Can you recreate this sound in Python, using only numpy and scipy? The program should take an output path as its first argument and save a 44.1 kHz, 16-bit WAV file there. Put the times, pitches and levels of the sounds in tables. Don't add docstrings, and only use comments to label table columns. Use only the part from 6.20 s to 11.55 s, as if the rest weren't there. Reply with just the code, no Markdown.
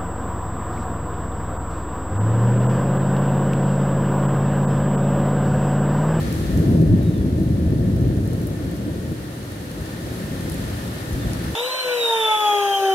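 import sys
import numpy as np
from scipy import signal
from scipy.fft import rfft, irfft, next_fast_len
from scipy.io import wavfile
from scipy.ndimage import uniform_filter1d

SR = 44100
rng = np.random.default_rng(int(sys.argv[2]) if len(sys.argv) > 2 else 0)


def unload_audio(sound):
    columns = np.transpose(np.atleast_2d(sound))
    steps = np.round(np.clip(columns, -1, 1) * 32767)
    wavfile.write(sys.argv[1], SR, steps.astype(np.int16))


def convert_level_to_amplitude(level_db):
    exponent = np.asarray(level_db, float) / 20
    return 10 ** exponent


N = 236012
TIME_S = np.arange(N) / SR
PADDED = next_fast_len(N + 8192)
HZ = np.maximum(np.arange(PADDED // 2 + 1) * SR / PADDED, 1)

# time_s, level_db
THUNDER_ROLL = [(0.0, -24.5), (0.28, -28), (0.45, -19.5), (0.75, -22), (0.95, -27), (1.5, -22),
                (1.9, -21.5), (2.35, -28), (2.9, -29.5), (3.1, -34), (3.5, -33.5), (3.9, -31.7),
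                (4.35, -28.5), (4.85, -33.0), (4.97, -27.5), (5.35, -30)]
# pitch_hz, level_db (per Hz)
THUNDER_COLOUR = [(20, -32), (28, -41), (40, -12.5), (52, -1.5), (91, 2), (134, -1.5), (167, -0.5),
                  (211, -7), (358, -15), (440, -21.5), (548, -24.5), (683, -29.5), (779, -40),
                  (1100, -41.5)]
REGISTER_EDGES = (90, 220, 420)
# centre_hz, offset_db, share of the roll's swing (ratio)
THUNDER_REGISTERS = [
    (60, -7, 1.18),
    (140, -0.9, 1.19),
    (300, -5, 0.97),
    (583, -13, 0.56),
]
# middle_s, lift_db, pitch_hz, length_s
THUNDER_CLAPS = [(0.231, 9, 60, 0.11), (0.354, 13, 60, 0.081), (0.383, 8, 200, 0.032),
                 (0.514, 8, 200, 0.053), (0.613, 9.5, 185, 0.057), (0.694, 10, 60, 0.051),
                 (0.74, 15.5, 140, 0.038), (0.79, -3, 60, 0.028), (0.84, 12, 90, 0.044),
                 (0.888, 12, 140, 0.024), (0.953, 4.5, 200, 0.053), (1.01, 11, 60, 0.04),
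                 (1.07, 5, 300, 0.37), (1.14, 8, 60, 0.09), (1.204, 2.5, 200, 0.032),
                 (1.3, 10.5, 89, 0.049), (1.464, 8, 60, 0.045), (1.76, 3.5, 60, 0.082),
                 (1.87, 7.5, 60, 0.045), (2.03, 4, 60, 0.09), (2.47, 4, 60, 0.04), (2.68, 6.0, 300, 0.029),
                 (2.724, 2, 60, 0.09), (2.912, 8, 200, 0.029), (3.607, 12, 60, 0.043),
                 (3.86, 6.9, 60, 0.032), (4.52, 5.5, 60, 0.27), (4.95, 11, 60, 0.06),
                 (5.086, 11, 60, 0.058), (5.278, 6.5, 60, 0.16)]
# time_s, tilt_db (per octave)
CHANNEL_NEARNESS = [(0, -0.8), (.45, 1.6), (.8, 0.3), (1.3, -0.7), (1.9, 0), (2.6, .5), (3.3, -0.3),
                    (3.9, 1), (4.6, -0.24), (5.35, .1)]
# pitch_hz, width_hz, peak_db
PORCH_RESONANCES = [(117, 10.5, 4), (168, 123, 2.5), (249, 4.9, 1.5), (309, 68, 4.5), (364.4, 4.1, 4),
                    (532, 30, 4.5), (630, 19, 2)]
# time_s, level_db
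RAIN_LEVEL = [(0, -41.5), (.25, -42.5), (.51, -45), (.65, -48.5), (1.61, -49), (1.97, -48.5), (2.2, -47),
              (2.6, -47), (3.11, -46.5), (4.29, -42), (4.7, -42), (5.35, -41.5)]
# pitch_hz, level_db (per Hz)
RAIN_COLOUR = [(290, -65), (500, 2), (522, -6), (648, -8), (769, -8), (1030, -11), (1430, -9.5),
               (1650, -11.5), (1800, -11.5), (2330, -15.5), (4310, -15), (4770, -17), (7130, -20.5),
               (11600, -20.5), (15500, -28.5)]
# pitch_hz, width_hz, peak_db
HOUSING_RESONANCE = (1795, 130, 5.1)
# start_s, peak_db, centre_hz, thud_db (thud relative to peak)
NEAR_DROPS = [(0.1261, -26, 12000, -17), (0.374, -28, 11300, -18), (0.615, -37, 9720, -16),
              (0.83, -39, 11300, -16), (0.9792, -39, 10100, -13), (1.1802, -39, 8070, -14),
              (1.2321, -37, 11200, -17), (1.7629, -37, 9260, -17), (1.9684, -40, 8730, -13),
              (2.0752, -33, 9190, -18), (2.1316, -32, 11000, -16), (2.2154, -36, 11500, -15),
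              (2.2324, -36, 8690, -15), (2.2702, -24, 13500, -27), (2.5122, -33, 8920, -20),
              (2.5534, -37, 8810, -17), (2.5654, -37, 13000, -15), (2.9193, -36, 11700, -17),
              (3.2284, -39, 11300, -13), (3.3184, -33, 11100, -17), (3.5144, -34, 9890, -15),
              (3.6584, -37, 9580, -12), (4.2084, -34, 8680, -15), (4.2976, -22, 9980, -20),
              (4.3196, -27, 10500, -20), (4.3425, -28, 10600, -20), (4.6784, -36, 11500, -11),
              (4.9302, -32, 11100, -16), (5.1332, -25, 10500, -11), (5.2384, -34, 9390, -13)]
# time_s, pitch_hz, level_db
BIRD_WHISTLES = [
    [(.8, 3830, -64), (.825, 3820, -60), (.85, 3765, -57), (.885, 3750, -55), (.925, 3720, -61),
     (.95, 3630, -54), (.98, 3480, -58), (1.0, 3400, -64), (1.05, 3330, -69)],
    [(4.985, 3620, -66), (4.997, 3600, -55), (5.02, 3580, -55), (5.038, 3550, -49), (5.05, 3520, -64),
     (5.13, 3620, -62), (5.16, 3580, -70)],
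]
# pitch_hz, width_hz, level_db
INSECT_CHORUS = (1800, 75, -59)
# pitch_hz, difference_db
MICROPHONE_SHADING = [(60, 3), (92, 0), (140, 1), (210, 0.5), (330, 0), (500, 1.5), (770, 1), (1170, 4),
                      (1790, 4.5), (2740, -2.5), (4190, 1), (6410, -4.5), (9810, 5), (15000, 4)]

MICROPHONE_SPACING_M = 0.17
ROLL_MEAN_DB = -25


def rms_one(x):
    return x / np.sqrt(np.mean(x ** 2) + 1e-20)


def in_time(rows):
    s, *columns = np.transpose(rows)
    return [np.interp(TIME_S, s, column) for column in columns]


def at_hz(points):
    hz, db = np.transpose(points)
    return np.interp(np.log(HZ), np.log(hz), db)


def peaks_db(modes):
    return sum(peak_db / (1 + (2 * (HZ - hz) / width_hz) ** 2) for hz, width_hz, peak_db in modes)


def below(hz):
    return 1 / (1 + (HZ / hz) ** 8)


def drift(rate_hz):
    r = np.exp(-2 * np.pi * rate_hz * 40 / SR)
    noise = rng.standard_normal(N // 40 + 2002)
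    slow = signal.lfilter([1], [1, -2 * r, r * r], noise)[2000:]
    return np.interp(np.arange(N) / 40, np.arange(len(slow)), rms_one(slow))


def grains(per_s, spread_db, shape):
    born = rng.random(shape) < per_s / SR
    size_db = spread_db * np.minimum(rng.exponential(1, shape), 5)
    return rms_one(born * convert_level_to_amplitude(size_db) * rng.choice([-1, 1], shape))


def all_around(pair):
    angles = np.linspace(0, np.pi / 2, 24)[:, None]
    delay_s = MICROPHONE_SPACING_M / 343 * np.cos(angles)
    alike = np.mean(np.cos(2 * np.pi * HZ * delay_s), axis=0) / (1 + (HZ / 2500) ** 2)
    mid, side = rfft(pair, PADDED)
    shared = np.sqrt(1 + alike) * mid
    different = np.sqrt(1 - alike) * side
    return np.array([shared + different, shared - different]) / np.sqrt(2)


def evened(x, span_s):
    span = int(span_s * SR)
    power = uniform_filter1d(np.mean(x ** 2, axis=0), size=span)
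    return x / np.sqrt(uniform_filter1d(power, size=span))


def claps_db(centre_hz):
    s, lift_db, hz, length_s = np.transpose(THUNDER_CLAPS)[:, :, None]
    t = np.arange(0, N + 64, 64) / SR
    reach_octaves = 0.82
    near = np.exp(-(np.log2(centre_hz / hz) / reach_octaves) ** 2)
    swell = np.exp(-4 * np.log(2) * ((t - s) / length_s) ** 2)
    return np.interp(TIME_S, t, np.sum(lift_db * near * swell, axis=0))


def thunder(flutter_db):
    (roll_db,), (tilt_db,) = in_time(THUNDER_ROLL), in_time(CHANNEL_NEARNESS)
    lag_s, scattered = 0.00028, 0.35
    lag = np.exp(-2j * np.pi * HZ * lag_s * np.array([[0], [1]]))
    direct = rfft(grains(2500, 2.5, N), PADDED) * lag
    off_the_land = all_around(rng.standard_normal((2, N)))
    waves = np.sqrt(1 - scattered) * direct + np.sqrt(scattered) * off_the_land
    waves = waves * convert_level_to_amplitude(at_hz(THUNDER_COLOUR) + peaks_db(PORCH_RESONANCES)) * below(1110)

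    under = [0] + [below(hz) for hz in REGISTER_EDGES] + [1]
    out, shared_flutter = 0, drift(13.0)
    for low, high, (hz, offset_db, follows) in zip(under, under[1:], THUNDER_REGISTERS):
        band = evened(irfft(waves * (high - low), PADDED)[:, :N], span_s=0.061)
        level_db = ROLL_MEAN_DB + offset_db + follows * (roll_db - ROLL_MEAN_DB)
        level_db = level_db + claps_db(hz) + tilt_db * np.log2(hz / 140)
        flutter = flutter_db * (shared_flutter + 0.91 * drift(21))
        out = out + band * convert_level_to_amplitude(level_db + flutter)
    return out


def rain(patter_db, patchy_db):
    rain_db, = in_time(RAIN_LEVEL)
    bright_db = -50.5 + 1.05 * (rain_db - rain_db.mean())
    colour = convert_level_to_amplitude(at_hz(RAIN_COLOUR) + peaks_db([HOUSING_RESONANCE])) * (1 - below(433))
    treble = 1 - 1 / (1 + (HZ / 7000) ** 2)
    patter = all_around(grains(900, 4.9, (2, N))) * convert_level_to_amplitude(patter_db) * treble
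    hiss = all_around(rng.standard_normal((2, N)))
    waves = (hiss + patter) * colour
    dull = rms_one(irfft(waves * below(5200), PADDED)[:, :N])
    bright = rms_one(irfft(waves * (1 - below(5570)), PADDED)[:, :N])
    dull = dull * convert_level_to_amplitude(rain_db + 4.0 + patchy_db * drift(5.3))
    return dull + bright * convert_level_to_amplitude(bright_db + 3.0 + patchy_db * drift(15))


def band_filter(x, order, hz, kind):
    return signal.sosfilt(signal.butter(order, hz, kind, fs=SR, output="sos"), x)


def drops(snap_s, splash_s, splash_db, lag_s):
    length = 4096
    out, t = np.zeros((2, N + length)), np.arange(length) / SR
    snap_delay_s = 0.0007
    pan_db = 5 / 2 * np.array([[1], [-1]])
    for s, peak_db, hz, thud_db in NEAR_DROPS:
        noise = rng.standard_normal((3, length))
        snap = (t == 0) * 2.6 + noise[0] * np.exp(-t / snap_s)
        splash = convert_level_to_amplitude(splash_db) * noise[1:] * np.exp(-t / splash_s)
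        burst = np.array([snap, np.roll(snap, int(lag_s * SR))]) + splash
        bright = band_filter(burst, 1, [0.69 * hz, min(1.23 * hz, 16000)], "band")
        bright = band_filter(bright, 2, 7500, "high")
        thud = band_filter(burst, 2, [5000, 7200], "band")
        hit = bright / np.max(np.abs(bright.mean(axis=0)))
        hit = hit + convert_level_to_amplitude(thud_db + 15.0) * thud / np.max(np.abs(thud))
        start = round((s + snap_delay_s) * SR)
        out[:, start:start + length] += hit * convert_level_to_amplitude(peak_db + 0.5 + pan_db)
    return out[:, :N]


def bird(waver_db, echo_db):
    out = 0
    for rows in BIRD_WHISTLES:
        hz, level_db = in_time(rows)
        sounding = (TIME_S > rows[0][0]) & (TIME_S < rows[-1][0])
        level = convert_level_to_amplitude(level_db + 4 + waver_db * drift(40))
        unsteady_hz = hz + 20 * drift(50)
        out = out + sounding * level * np.sin(2 * np.pi * np.cumsum(unsteady_hz) / SR)
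    echoes = rng.standard_normal((2, 4410)) * np.exp(-np.arange(4410) / SR / 0.03)
    return out + convert_level_to_amplitude(echo_db) * signal.fftconvolve(out[None], echoes, axes=1)[:, :N]


def insects(flicker_db):
    hz, width_hz, level_db = INSECT_CHORUS
    hump = 1 / (1 + (2 * (HZ - hz) / width_hz) ** 2)
    band = irfft(rfft(rng.standard_normal((2, N)), PADDED) * hump, PADDED)[:, :N]
    rain_db, = in_time(RAIN_LEVEL)
    return rms_one(band) * convert_level_to_amplitude(level_db + rain_db - rain_db.mean() + flicker_db * drift(14))


def scene():
    far = rfft(thunder(flutter_db=0.69) + rain(patter_db=-8, patchy_db=0.4), PADDED)
    far = far * convert_level_to_amplitude(at_hz(MICROPHONE_SHADING) / 2 * np.array([[1], [-1]]))
    far = irfft(far, PADDED)[:, :N]
    near = drops(snap_s=0.0005, splash_s=0.010, splash_db=-17, lag_s=0.0003)
    return far + near + bird(waver_db=1.5, echo_db=-36) + insects(flicker_db=3.5)


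def band_limit(x):
    return signal.sosfilt(signal.butter(12, 16510, fs=SR, output="sos"), x)


def record(dry):
    steep_cut = 1 / (1 + (HZ / 15800) ** 400)
    mix = irfft(rfft(dry, PADDED) * steep_cut, PADDED)[:, :N]
    return band_limit(mix)


dry = scene()
out = record(dry)
unload_audio(out)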